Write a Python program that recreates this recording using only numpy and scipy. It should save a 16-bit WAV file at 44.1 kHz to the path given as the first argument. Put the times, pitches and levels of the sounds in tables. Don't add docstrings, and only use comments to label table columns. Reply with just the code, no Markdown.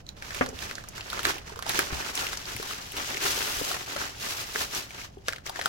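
import sys
import numpy as np
from scipy import signal
from scipy.fft import rfft, irfft, next_fast_len
from scipy.io import wavfile
from scipy.ndimage import map_coordinates

SR = 44100
rng = np.random.default_rng(int(sys.argv[2]) if len(sys.argv) > 2 else 0)


def bounce(signal):
    frames = np.transpose(np.atleast_2d(signal))
    limited = np.clip(frames, -1, 1)
    pcm = np.round(limited * 32767).astype(np.int16)
    wavfile.write(sys.argv[1], SR, pcm)


def makeup_ratio(level_db):
    decades = np.asarray(level_db, float) / 20
    return 10 ** decades


N = 250488

# pitch_hz, level_db (per Hz)
HUM_COLOR = [(20, -4.5), (50, 3), (110, 0), (170, -5.5), (400, -15.5), (700, -13), (1500, -34), (4000, -51),
             (7000, -56), (10000, -48), (16000, -49)]
# pitch_hz, t60_s (time to fall 60 dB)
ROOM_DECAY = [(200, 0.49), (2000, 0.11), (10000, 0.12)]
# pitch_hz, likeness (-1 opposite to 1 same)
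LEFT_RIGHT_LIKENESS = [(60, 0.8), (130, 1), (290, 0.69), (640, -0.22), (1410, -0.25), (3100, 0.031),
                       (6820, 0.038), (15000, -0.17)]
# start_s, peak_db, pitch_hz, t60_s
DESK_BUMPS = [(0.384, -48, 566, 0.038), (0.489, -35.5, 446, 0.044), (0.529, -36.5, 430, 0.055),
              (1.27, -28.5, 365, 0.052), (1.52, -38, 425, 0.045), (1.57, -37.5, 473, 0.054),
              (1.789, -24, 357, 0.03), (1.927, -29.5, 68, 0.092), (1.924, -33.5, 164, .08),
              (2.551, -40.5, 118, 0.15), (3.57, -39, 54.1, 0.17), (2.599, -30, 440, 0.03),
              (3.149, -33.5, 408, 0.031), (3.248, -30, 400, 0.067), (3.613, -25, 500, 0.029),
              (3.619, -27.5, 290, 0.02), (3.709, -30, 723, 0.041), (3.961, -31, 584, 0.05),
              (4.557, -30.5, 437, 0.049), (5.171, -38.5, 395, 0.055)]
# start_s, peak_db
KNIFE_DOWN = (.41, -13.5)
# pitch_hz, level_db, t60_s
DESK_RINGS = [(260, -5.5, 0.12), (513, 9, 0.021), (717, -4, 0.068), (864, -27, 0.1), (1166, -2, 0.08),
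              (1700, -11, 0.065), (2070, -22, 0.17), (2440, -37, 0.24)]
# start_s, peak_db
BLADE_CLICKS = [
    (0.066, -37.5),
    (.09, -26),
]
# pitch_hz, level_db, t60_s
BLADE_RINGS = [(4110, 7.5, 0.012), (3940, -1, 0.024), (5770, 2, 0.0078), (6770, -0.5, 0.012),
               (3500, -2, 0.011)]
# pitch_hz, level_db (per Hz)
FILM_COLOR = [(880, -16.5), (1500, -13), (1830, -8.5), (2850, 0.5), (3550, -1), (5870, -1), (9500, -7),
              (11800, -4), (15100, -8.5), (16000, -7), (16500, -52)]
# pitch_hz, level_db (per Hz)
BULK_COLOR = [(120, -8), (200, -8), (389, -0.5), (466, -3.5), (1140, -1.5), (1410, 0.5), (1840, -1.5),
              (2500, -4.5), (3250, -13.5), (5500, -120)]
PATCH_PITCHES = [850, 1340, 1890, 2700, 3500, 5830, 6230]
# (here and in the next table, the rise comes before hold_start_s; rise and
# fall each span 20 dB)
GRIPS = [(0, -59.5, .05, 0.0061, 0.027), (.09, -60.5, 0.066, 0, 0.034), (.23, -55, .09, 0.21, 0.44),
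         (.31, -49, .15, .085, .09), (.5, -70, 0.12, 0.14, 0.34), (.62, -44, 0.13, 0.026, 0.2),
         (.96, -47.5, 0.026, 0.0073, 0.11), (1.17, -44.5, 0.45, 0.037, 0.083), (1.25, -40, .06, .05, .11),
         (1.45, -57, 0.09, 0.33, .11), (1.71, -36.5, 0.058, 0.1, 0.054), (1.86, -43.5, 0.098, 0.24, 0.087),
         (2.18, -37.5, 0.076, 0.011, 0.34), (2.485, -47, 0.072, 0.18, .15), (2.707, -44.5, 0.15, .02, 0.15),
        (2.79, -50.5, 0.097, 0.078, .15), (2.962, -48, 0.067, 0.048, 0.37),
        (3.099, -41.5, 0.36, .08, 0.022), (3.244, -34.5, 0.097, .005, 0.82),
        (3.52, -42.5, 0.37, 0.15, 0.18), (3.702, -40, 0.18, 0.022, 0.12), (3.942, -44.5, 0.31, 0.1, 0.21),
        (4.207, -41, 0.056, 0.21, 0.13), (4.615, -36, 0.19, 0.0087, 0.07), (4.767, -39, 0.12, 0.015, 0.096),
        (5.042, -47, 0.5, 0.0049, 0.041)]
# hold_start_s, rustle_db, rise_s, hold_s, fall_s
SLIP_FOLDS = [
    (5.138, -70, .11, .12, .11),
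    (5.403, -85, 0.16, .05, .11),
    (5.288, -49, 0.047, .005, 0.16),
    (5.466, -46.5, 0.023, .005, 0.09),
    (5.572, -49, 0.056, .005, 0.083),
    (5.663, -49.5, .11, .03, .11),
]
# start_s, pull (-1 slack to 1 taut film), place_db (left over right)
HANDS = [(0, -.3, -3), (.6, -0.21, -2), (1.2, -0.47, -2.5), (1.7, -0.48, -2.5), (2.2, 0.16, 0.3),
         (2.98, .15, .6), (3.15, -0.35, .6), (3.35, 0.83, 1.5), (3.6, 0.92, 0.8), (4.0, -0.34, .1),
         (4.4, 0.83, 0), (4.8, 0.53, 1), (5.03, -.5, .3), (5.15, .1, 0.7), (5.68, -0.48, 2.5)]
# start_s, peak_db, pitch_hz, crack_db (over
FILM_SNAPS = [(0.167, -42, 3680, -9), (0.223, -23.5, 1760, -43), (.306, -22.5, 1820, -27),
              (.346, -21, 2020, -7), (.387, -24, 2640, -12), (.461, -23, 1380, -18),
              (0.489, -24, 6060, -18), (.589, -26, 2860, -6), (0.623, -22.5, 1790, -15),
              (.695, -27.5, 2190, -15), (.711, -18.5, 1570, -28), (.753, -23.5, 4540, -21),
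              (.781, -25.5, 1620, -29), (0.838, -32, 1248, -24), (0.886, -24.5, 5970, -4),
              (.979, -23, 1580, -18), (1.008, -23.5, 2730, -28), (1.101, -19.5, 3920, -5),
              (1.13, -16.5, 1250, -30), (1.192, -17, 1260, -22), (1.231, -22, 2500, -2),
              (1.252, -5, 1580, -15), (1.268, -13, 1910, -6), (1.295, -19, 1270, -15),
              (1.306, -18, 1800, -5), (1.382, -26.5, 2700, -7), (1.495, -27, 1020, -15),
              (1.559, -26, 1130, -10.5), (1.59, -22.5, 1100, -7), (1.624, -18.5, 1440, -10),
              (1.664, -19.5, 970, -15), (1.693, -12, 3750, 0), (1.755, -18, 2500, -13),
                 (1.791, -5.5, 1520, -2.5), (1.952, -27, 940, -17), (2.062, -26, 1270, -20),
                 (2.153, -19, 6400, 2.5), (2.175, -12.5, 2900, -27), (2.267, -17.5, 2380, -10),
                 (2.331, -18.5, 1470, -23), (2.372, -19.5, 5000, -21), (2.455, -26, 4430, -19),
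                 (2.497, -32, 1490, -10), (2.564, -24.5, 2300, 3), (2.627, -22.5, 1240, -3),
                 (2.709, -21, 1340, -11), (2.919, -29, 2700, 3), (2.967, -22.5, 3000, -1),
                 (3.144, -17, 2330, -21), (3.17, -15.5, 2300, -7), (3.252, -23.5, 900, 6),
                 (3.649, -21, 5500, -13), (3.714, -16, 1240, -23), (3.963, -16.5, 1420, -26),
                 (4.014, -18.5, 1450, -27), (4.206, -34, 2520, -17), (4.558, -11, 1580, -29),
                 (4.748, -18.5, 5900, -14), (4.906, -28.5, 2300, -18), (5.014, -28, 2260, -27)]
# start_s, peak_db, pitch_hz, crack_db (over peak)
SLIP_SNAPS = [(5.18, -52, 3000, -1), (5.262, -37, 2780, -30), (5.283, -8.5, 1560, -24),
              (5.289, -21, 1500, -25), (5.325, -21, 2230, -12), (5.332, -20, 1640, -24),
              (5.36, -27.5, 2350, -26), (5.382, -31.5, 1520, -26), (5.463, -22.5, 5540, -8),
              (5.495, -19, 970, -3), (5.55, -32, 1690, -24), (5.559, -22.5, 1720, -24),
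              (5.591, -17, 860, -29), (5.595, -20, 1800, -29), (5.613, -15, 1800, -32),
              (5.621, -25, 1650, -22), (5.658, -7.5, 1400, -11.5)]


def unit(x):
    return x / np.sqrt(np.mean(x ** 2) + 1e-20)


def along(points, hz):
    f, v = np.transpose(points)
    return np.interp(np.log(hz + 1), np.log(f + 1), v)


def curves(rows):
    s, *cols = np.transpose(rows)
    return [np.interp(np.arange(N) / SR, s, c) for c in cols]


def wobble(rate):
    knots = rng.standard_normal(int(N * 60 / SR) + 4)
    return map_coordinates(knots, [np.arange(N) * min(rate, 59) / SR])


def filtered(x, response):
    m = next_fast_len(x.shape[-1] + 8192)
    shaped = rfft(x, m) * response(np.fft.rfftfreq(m, 1 / SR))
    return irfft(shaped, m)[..., :x.shape[-1]]


def resonance(hz, width_hz):
    return lambda f: 1j * f * width_hz / (hz * hz - f * f + 1j * f * width_hz)


def ringing(modes, seconds):
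    t = np.arange(int(seconds * SR)) / SR
    phase = np.array([[0], [1.3]])
    rings = sum(makeup_ratio(db - 60 * t / t60) * np.sin(2 * np.pi * hz * t + phase) for hz, db, t60 in modes)
    return rings * (1 - np.exp(-t / 0.0003))


def panned(pair, pan_db):
    return pair * makeup_ratio(np.array([[.5], [-.5]]) * pan_db)


def stereo(pair):
    def turn(hz):
        return np.arccos(np.clip(along(LEFT_RIGHT_LIKENESS, hz), -1, 1)) / 2

    mid, side = filtered(pair, lambda hz: np.array([np.cos(turn(hz)), np.sin(turn(hz))]))
    return np.array([mid + side, mid - side]) * np.sqrt(2)


def add(track, s, sound):
    part = track[:, round(s * SR):][:, :sound.shape[1]]
    part += sound[:, :part.shape[1]]


def lean():
    t = np.arange(N) / SR
    start_s, end_s, extra_db = 0.15, 1.92, 3.5
    return extra_db * np.clip(np.minimum(t - start_s, end_s - t) / 0.28 + .5, 0, 1)


def hum():
    noise = filtered(rng.standard_normal((2, N)), lambda hz: makeup_ratio(along(HUM_COLOR, hz)))
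    level_db = -51 + lean() + 0.87 * wobble(1.56) + 0.84 * wobble(4.79)
    return makeup_ratio(level_db) * panned(stereo(unit(noise)), -1.3) / np.sqrt(2)


def room(x):
    hz, t, z = signal.stft(rng.standard_normal((2, SR // 3)), SR, nperseg=256)
    dying = z * makeup_ratio(-60 * t / along(ROOM_DECAY, hz)[:, None])
    tail = signal.istft(dying, SR, nperseg=256)[1]
    late = np.pad(x, ((0, 0), (200, 0)))
    return signal.fftconvolve(late, tail / np.linalg.norm(tail[0]), axes=1)[:, :N]


def bumps():
    out = np.zeros((2, N))
    for s, db, hz, t60 in DESK_BUMPS:
        modes = [(hz, 0, t60), (1.87 * hz, -6, 0.47 * t60)]
        add(out, s, stereo(makeup_ratio(db + 1.0) * ringing(modes, .25)))
    return out


def blade_clicks():
    out = np.zeros((2, N))
    for s, db in BLADE_CLICKS:
        click = ringing(BLADE_RINGS, 0.09)
        t = np.arange(click.shape[1]) / SR
        click = click + 0.38 * rng.standard_normal(click.shape) * makeup_ratio(-60 * t / 0.006)
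        add(out, s, panned(stereo(makeup_ratio(db - 9.5) * click), -9.5))
    return out


def knife_down():
    out = np.zeros((2, N))
    s, db = KNIFE_DOWN
    ring = ringing(DESK_RINGS, 0.33)
    t = np.arange(ring.shape[1]) / SR
    dull = unit(filtered(rng.standard_normal(ring.shape), lambda hz: makeup_ratio(along(BULK_COLOR, hz))))
    thud_db, thud_t60_s = -21, 0.086
    thud = dull * makeup_ratio(thud_db - 60 * t / thud_t60_s)
    add(out, s, panned(stereo(makeup_ratio(db - 7.0) * ring + thud), -2.3))
    return out


def strokes(rows):
    t = np.arange(N) / SR
    power = 0
    for s, db, rise, hold, fall in rows:
        before = np.maximum(s - t, 0) / rise
        after = np.maximum(t - s - abs(hold), 0) / fall
        power = power + makeup_ratio(db - 20 * before - 20 * after) ** 2
    return 10 * np.log10(power + 1e-9)


def random_pops(rate, clump_power, spread_db, most, clump):
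    pops = rng.random(N) < rate / SR * makeup_ratio(clump_power * clump)
    return pops * makeup_ratio(spread_db * np.minimum(rng.exponential(size=N), most))


def crackle(spectrum, rate, spread_db, life, hiss_db, clump):
    sizes = random_pops(rate, 4, spread_db, 4, clump)
    power = signal.lfilter([1], [1, -np.exp(-1 / (life * SR))], sizes ** 2)
    bursts = unit(np.sqrt(np.abs(power)))
    drive = (bursts + makeup_ratio(hiss_db)) * rng.standard_normal((2, N))
    return unit(filtered(drive, lambda hz: makeup_ratio(along(spectrum, hz))))


def ticks(rate, spread_db, clump):
    out = np.zeros((2, N))
    for hz in PATCH_PITCHES:
        sizes = random_pops(rate, 5, spread_db, 3, clump)
        burst = signal.lfilter([1], [1, -np.exp(-1 / (0.0018 * SR))], sizes)
        peak = resonance(hz, 0.49 * hz)
        patch = filtered(burst * rng.standard_normal((2, N)), lambda f: peak(f) ** 2)
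        out += unit(patch) * (hz / 2000) ** -.1
    return unit(out)


def bag():
    rustle_db = strokes(GRIPS + SLIP_FOLDS)
    pull, pan_db = curves(HANDS)
    crisp_db = -3.5 + 0.14 * (rustle_db + 45) + 2.6 * pull
    bulk_db = 1.67 - 4 * pull
    clump = (0.53 * wobble(14) + .6 * wobble(40)) * (1 - .7 * pull)

    def upper(hz):
        return 1 / (1 + (7400 / (hz + 1)) ** 12)

    film = crackle(FILM_COLOR, 500, 1.6, 0.0019, -0.46, clump)
    rustle = makeup_ratio(rustle_db + 5) * unit(filtered(film, lambda hz: 1 - upper(hz)))
    crisp = makeup_ratio(rustle_db + crisp_db) * unit(filtered(film, upper))
    bulk = makeup_ratio(rustle_db + bulk_db + 3.0) * crackle(BULK_COLOR, 200, 3.8, 0.0028, -1.2, clump)
    single = makeup_ratio(rustle_db - 1.5 - 9.5 * np.maximum(pull, 0)) * ticks(14, 2.3, clump)
    return panned(stereo(makeup_ratio(1.35 * clump) * (rustle + crisp + bulk + single)), pan_db)


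def snap(db, hz, crack_db):
    t = np.arange(2200) / SR
    t60_s = 0.015 * np.exp(-.02 * (db + 22.5))
    jolt, crack = rng.standard_normal((2, 2, len(t)))
    jolt[:, 30] += 4.5
    shape = (1 - np.exp(-t / (0.055 * t60_s))) * makeup_ratio(-60 * t / t60_s)
    shape = shape + 0.27 * np.roll(shape, 250)
    width_hz = (0.52 * hz + 200) * np.exp(.012 * (db + 19.5))
    ring, film, sheet = resonance(hz, width_hz), resonance(3000, 4000), resonance(750, 700)
    patch = filtered(jolt * shape, lambda f: ring(f) ** 2 + 0.27 * film(f) ** 2 + 0.39 * sheet(f) ** 2)
    crack = filtered(crack * shape, lambda f: resonance(10500, 9000)(f) ** 2)
    patch = patch / np.abs(patch).max(axis=1, keepdims=True)
    pair = patch + makeup_ratio(crack_db - 2.5) * crack / np.abs(crack).max()
    pair[1] = 0.58 * signal.hilbert(pair[0]).imag + 0.66 * pair[1]
    return makeup_ratio(db - 4.0) * pair


def snaps():
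    out = np.zeros((2, N))
    place_db = curves(HANDS)[1]
    for s, db, hz, crack_db in FILM_SNAPS + SLIP_SNAPS:
        pan_db = place_db[round(s * SR)] + 2.5 * rng.standard_normal()
        add(out, s, panned(stereo(snap(db, hz, crack_db)), pan_db))
    return out


def scene():
    desk = bag() / np.sqrt(2) + snaps() + blade_clicks() + knife_down() + bumps()
    return desk + makeup_ratio(-13.5) * room(desk) + hum()


def roll_off(x):
    return signal.sosfilt(signal.butter(12, 16990, fs=SR, output="sos"), x)


def record(dry):
    mix = filtered(dry, lambda hz: np.where(hz < 15950, 1, .12) * (hz < 16650))
    return roll_off(mix)


dry = scene()
out = record(dry)
bounce(out)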